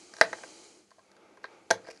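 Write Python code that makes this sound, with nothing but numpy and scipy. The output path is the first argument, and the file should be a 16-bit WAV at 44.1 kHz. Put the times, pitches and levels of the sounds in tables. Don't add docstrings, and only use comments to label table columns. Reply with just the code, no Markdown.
import sys
import numpy as np
from scipy import signal
from scipy.fft import rfft, irfft, next_fast_len
from scipy.io import wavfile
from scipy.ndimage import uniform_filter1d, map_coordinates

SR = 44100
rng = np.random.default_rng(int(sys.argv[2]) if len(sys.argv) > 2 else 0)


def materialize(psi):
    bounded = np.clip(np.atleast_2d(psi).T, -1, 1)
    quanta = np.round(bounded * 32767).astype(np.int16)
    wavfile.write(sys.argv[1], SR, quanta)


N = 88200
T = np.arange(SR // 3) / SR

# (time [s], level [dB]), then its colour
SKIN_LEVEL = [(0, -56), (.11, -60), (.2, -55), (.42, -53.5), (.65, -56.5), (.78, -63.5), (.86, -71.5),
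              (1.05, -72.5), (1.15, -77.5), (1.4, -77), (1.55, -73), (1.66, -73), (1.8, -68.5), (2, -69)]
SKIN_COLOUR = [(300, -10), (1700, -11), (2450, -1), (2700, -9.5), (3100, 0.5), (3600, -10), (4050, 2.5),
               (4350, -0.5), (4650, 2), (5300, -2), (6600, 3), (8000, -3.5), (9800, -6), (11300, -21)]
# (time [s], level [dB]), then its colour
GRIP_LEVEL = [(0, -62.5), (.1, -62.5), (.35, -55), (.65, -61.5), (.8, -67.5), (.88, -81), (.96, -74),
              (1.08, -66.5), (1.23, -60.5), (1.4, -64), (1.53, -56), (1.66, -65), (1.84, -60), (2, -70)]
GRIP_COLOUR = [(30, -29.5), (100, -15), (250, -8.5), (345, -3), (430, 2), (740, -2), (850, 3), (1030, -9.5),
               (1200, -3), (1600, -9), (1740, -15), (2250, -6), (2900, -16.5), (6000, -21), (11000, -47.5)]
# (time [s], level [dB]), then its colour
PALM_LEVEL = [(0, -57.5), (.02, -59), (.05, -65.5), (.3, -59.5), (.62, -60), (.82, -63.5), (.92, -84.5),
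              (1.25, -64), (1.5, -67), (2, -66)]
PALM_COLOUR = [(100, -47.5), (280, -12), (345, -2), (420, -14), (800, -34.5), (3000, -69)]
# (frequency [Hz], level [dB])
FLOOR_COLOUR = [(25, -23.5), (100, 1.5), (160, -6.5), (200, 10.5), (250, -9), (400, 1.5), (800, -8),
                (1600, -9.5), (3000, -12.5), (7000, -28), (11500, -17.5)]
FLOOR_DB = -70.5

# (frequency [Hz], T60 [s])
ROOM_COLOUR = [(40, -14), (200, 3.5), (300, -3), (480, 0), (800, -1), (1600, -8.5), (3000, 0.5),
               (6500, -6.5), (11000, -0.5)]
ROOM_DECAY = [(150, 0.7), (450, 0.15), (1500, 0.2), (4000, 0.15), (10000, 0.097)]
ROOM_DB, ROOM_RISE_S = -12.5, 0.0039
ROOM_MODE_HZ, ROOM_MODE_T60_S, ROOM_MODE_DB = 454, 0.27, -54.5

# (time [s], length [s], level [dB]), then the colour
SCRAPES = [(.134, 0.0059, -52), (1.428, 0.027, -63.5), (1.863, .025, -57.5), (1.9006, 0.0183, -49.5),
           (1.923, 0.081, -66.5)]
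SCRAPE_COLOUR = [(200, -11), (1200, -5), (2400, 5), (3500, -15.5), (4700, -0.5), (5700, -1), (6500, -10.5),
                 (11000, -19)]

# (time [s], casing knock level [dB], shell ring level [dB], crack level [dB],
# bit pitch [Hz], bit ring level [dB])
SLIPS = [(0.1378, -45, -42.5, -41.5, 4950, -41.5), (0.1669, -44, -45, -43.5, 4940, -48),
         (.185, -42, -44, -46, 5100, -46), (.1955, -52, -47, -49, 4200, -59),
         (0.2122, -8.5, -2, -13, 5280, -27), (0.3298, -23.5, -21.5, -45, 6440, -34.5),
         (.3855, -39, -43.5, -51, 6500, -54), (.4355, -47, -35.5, -48, 2180, -38),
         (.4375, -36, -48.5, -54, 1970, -36), (.4425, -53, -56, -69, 5740, -52),
         (0.9063, -63.5, -56, -55, 6246, -64), (0.9147, -55, -52.5, -63, 4300, -56),
         (0.9836, -49, -62, -77, 4190, -70), (0.9923, -55, -57, -75, 4300, -61),
         (1.1160, -61, -56.5, -55.5, 4370, -57), (1.166, -58, -58, -57, 4300, -67),
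         (1.3723, -51.5, -48.5, -61, 6500, -68), (1.4419, -36, -30, -50, 4370, -37),
         (1.4536, -60, -35, -60, 4400, -48), (1.705, -19.5, -25, -22, 4200, -23),
         (1.7092, -8.5, -10.5, -16, 5020, -38), (1.7106, -35, -31, -21, 6110, -14.5),
         (1.849, -50, -46, -68, 4690, -65), (1.8704, -41, -46, -57, 4300, -47),
         (1.8790, -44.5, -52, -54, 4700, -54), (1.8864, -35.5, -40, -52, 4970, -47)]
# (frequency [Hz], level [dB])
CRACK_COLOUR = [(30, -22), (150, -11.5), (1000, -3), (2300, -4.5), (2900, -13.5), (4100, -0.5), (5800, 1),
                (7000, -6.5), (8300, -13.5), (9800, -10.5), (11500, -18.5)]
CRACK_T60_S, CRACK_RISE_S = 0.016, 0.00016
BIT_T60_S, BIT_WANDER_HZ = 0.014, 292
# (frequency [Hz], relative level [dB], T60 [s])
CASING_MODES = [(221, -16.5, 0.029), (380, -14, 0.041), (526, -5, .04), (655, 0, .033), (860, -3, 0.027),
                (970, -10, 0.029), (1302, -5.5, 0.022), (1600, -.5, .031), (1790, -9.5, 0.024),
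                (1800, -9, 0.011), (2068, -22.5, 0.016), (2280, -25.5, 0.021), (3304, -32.5, 0.047),
                (3880, -29, 0.015), (3940, -27.5, .024)]
SPLIT_HZ = 1130
KNOCK_RISE_S, SHELL_RISE_S = 0.00075, 0.00052
MODE_SCATTER_DB = 2.5
RADIATE_HZ = 345
# (frequency [Hz], level [dB])
RATTLE_COLOUR = [(200, -40), (1100, -12), (1500, -4), (1900, 3.5), (2300, -7.5), (2800, -17.5), (3200, -14),
                 (3550, -16), (4050, -9.5), (4600, -18.5), (11000, -40.5)]
RATTLE_DB, RATTLE_T60_S = -16.5, 0.07

# (time [s], pitch [Hz], level [dB], T60 [s])
ROCKS = [(.4375, 660, -36, 0.013), (.9160, 1058, -46, 0.024), (0.9922, 1054, -50, 0.042),
         (1.3745, 1030, -45, 0.022), (1.444, 1033, -31, .018), (1.4487, 432, -36.5, 0.021),
         (1.7103, 192.7, -33, 0.051), (1.713, 105, -48.5, 0.25), (1.8870, 494, -29.5, .02),
         (1.8935, 600, -31, 0.013)]

# (time [s], level [dB]), then the colour of a tick
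TICKS = [(1.845, -50), (1.8568, -48), (1.866, -57), (1.879, -50), (1.892, -47), (1.901, -49),
         (1.911, -40.5), (1.930, -49), (1.939, -54), (1.946, -51), (1.9605, -49.5), (1.975, -45.5)]
TICK_COLOUR = [(200, 7), (2300, -5), (3600, -21), (4700, 13), (5600, 1), (6500, -7), (11000, -35)]
TICK_T60_S = 0.0069
TICK_KNOCK_DB, TICK_SHELL_DB = -21, -9

HEADROOM = 0.9
TOP_HZ = 11400


def amp(db):
    return 10 ** (np.asarray(db) / 20)


def along(points, hz):
    f, v = np.transpose(points)
    return np.interp(np.log(hz + 1), np.log(f + 1), v)


def filtered(x, response):
    size = next_fast_len(len(x) + 8192)
    hz = np.fft.rfftfreq(size, 1 / SR)
    return irfft(rfft(x, size) * response(hz), size)[:len(x)]


def noise(colour, size):
    x = filtered(rng.standard_normal(size), lambda hz: amp(along(colour, hz)))
    return x / x.std()


def fade(t60, rise):
    decay = np.exp(-np.log(1000) * T / t60)
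    return decay * (1 - np.exp(-T / rise))


def flutter(rate, depth_db, size):
    knots = rng.standard_normal(int(size * rate / SR) + 4)
    return amp(depth_db * map_coordinates(knots, [np.arange(size) * rate / SR]))


def add(track, s, sound):
    part = track[max(round(s * SR), 0):][:len(sound)]
    part += sound[:len(part)]


def rub(level, colour, grain_rate, grain_db):
    s, db = np.transpose(level)
    stroke = amp(np.interp(np.arange(N) / SR, s, db))
    return stroke * noise(colour, N) * flutter(grain_rate, grain_db, N)


def hands():
    skin = rub(SKIN_LEVEL, SKIN_COLOUR, grain_rate=300, grain_db=0.44)
    grip = rub(GRIP_LEVEL, GRIP_COLOUR, grain_rate=240, grain_db=0.2)
    palm = rub(PALM_LEVEL, PALM_COLOUR, grain_rate=30, grain_db=0.8)
    return skin + grip + palm


def room_air():
    return amp(FLOOR_DB) * noise(FLOOR_COLOUR, N)


def diffuse_tail():
    hz, t, z = signal.stft(rng.standard_normal(len(T)), SR, nperseg=256)
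    z = z * np.exp(-np.log(1000) * t / along(ROOM_DECAY, hz)[:, None])
    rise = 1 - np.exp(-T / ROOM_RISE_S)
    spectrum = rfft(signal.istft(z, SR, nperseg=256)[1][:len(T)] * rise)
    power = np.abs(uniform_filter1d(np.abs(spectrum) ** 2, size=25))
    spectrum /= np.sqrt(power + 1e-12)
    colour = amp(along(ROOM_COLOUR, np.fft.rfftfreq(len(T), 1 / SR)))
    tail = irfft(spectrum * colour, len(T))
    tail *= rise * np.clip((T[-1] - T) / 0.1, 0, 1) ** 2
    return tail / np.linalg.norm(tail)


def room(x):
    boom = np.sin(2 * np.pi * ROOM_MODE_HZ * T) * fade(ROOM_MODE_T60_S, ROOM_RISE_S)
    response = amp(ROOM_DB) * diffuse_tail() + amp(ROOM_MODE_DB) * boom
    return x + signal.fftconvolve(x, response)[:len(x)]


def scrapes():
    out = np.zeros(N)
    for s, length, db in SCRAPES:
        stroke = np.clip(np.minimum(T, length - T) / 0.002, 0, 1)
        grit = noise(SCRAPE_COLOUR, len(T)) * flutter(600, 2.5, len(T))
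        add(out, s, room(amp(db) * stroke * grit))
    return out


def unsteady(hz, wander_hz):
    wander = wander_hz * map_coordinates(rng.standard_normal(400), [T * 1000])
    return np.sin(2 * np.pi * np.cumsum(hz + wander) / SR)


def bit_ring(hz):
    return unsteady(hz, BIT_WANDER_HZ) * fade(BIT_T60_S, CRACK_RISE_S)


def casing(knock_db, shell_db):
    rattle = noise(RATTLE_COLOUR, len(T)) * fade(RATTLE_T60_S, SHELL_RISE_S)
    ring = amp(shell_db + RATTLE_DB) * rattle
    for hz, db, t60 in CASING_MODES:
        if hz < SPLIT_HZ:
            push_db, rise = knock_db, KNOCK_RISE_S
        else:
            push_db, rise = shell_db, SHELL_RISE_S
        level_db = push_db + db + MODE_SCATTER_DB * rng.standard_normal()
        ring += amp(level_db) * np.sin(2 * np.pi * hz * T) * fade(t60, rise)
    radiation = signal.butter(2, RADIATE_HZ, "highpass", fs=SR, output="sos")
    return signal.sosfilt(radiation, ring)


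def slips():
    out = np.zeros(N)
    for s, knock_db, shell_db, crack_db, bit_hz, bit_db in SLIPS:
        crack = amp(crack_db) * noise(CRACK_COLOUR, len(T)) * fade(CRACK_T60_S, CRACK_RISE_S)
        bit = amp(bit_db) * bit_ring(bit_hz)
        add(out, s, room(crack + bit + casing(knock_db, shell_db)))
    return out


def rocking():
    out = np.zeros(N)
    for s, hz, db, t60 in ROCKS:
        knock = np.sin(2 * np.pi * hz * T) * fade(t60, KNOCK_RISE_S)
        add(out, s, room(amp(db) * knock))
    return out


def thread_ticks():
    out = np.zeros(N)
    for s, db in TICKS:
        burst = noise(TICK_COLOUR, len(T)) * fade(TICK_T60_S, CRACK_RISE_S)
        tick = burst + casing(TICK_KNOCK_DB, TICK_SHELL_DB)
        add(out, s, room(amp(db) * tick))
    return out


def scene():
    return (hands() + room_air() + scrapes() + slips() + rocking() + thread_ticks())[None]


def record(dry):
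    bass_cut = signal.butter(2, 45, "highpass", fs=SR, output="sos")
    x = signal.sosfilt(bass_cut, dry[0])
    x = x / (1 + np.abs(x / HEADROOM) ** 10) ** (1 / 10)
    return filtered(x, lambda hz: 1 / np.hypot(1, (hz / TOP_HZ) ** 60))[None]


dry = scene()
out = record(dry)
materialize(out)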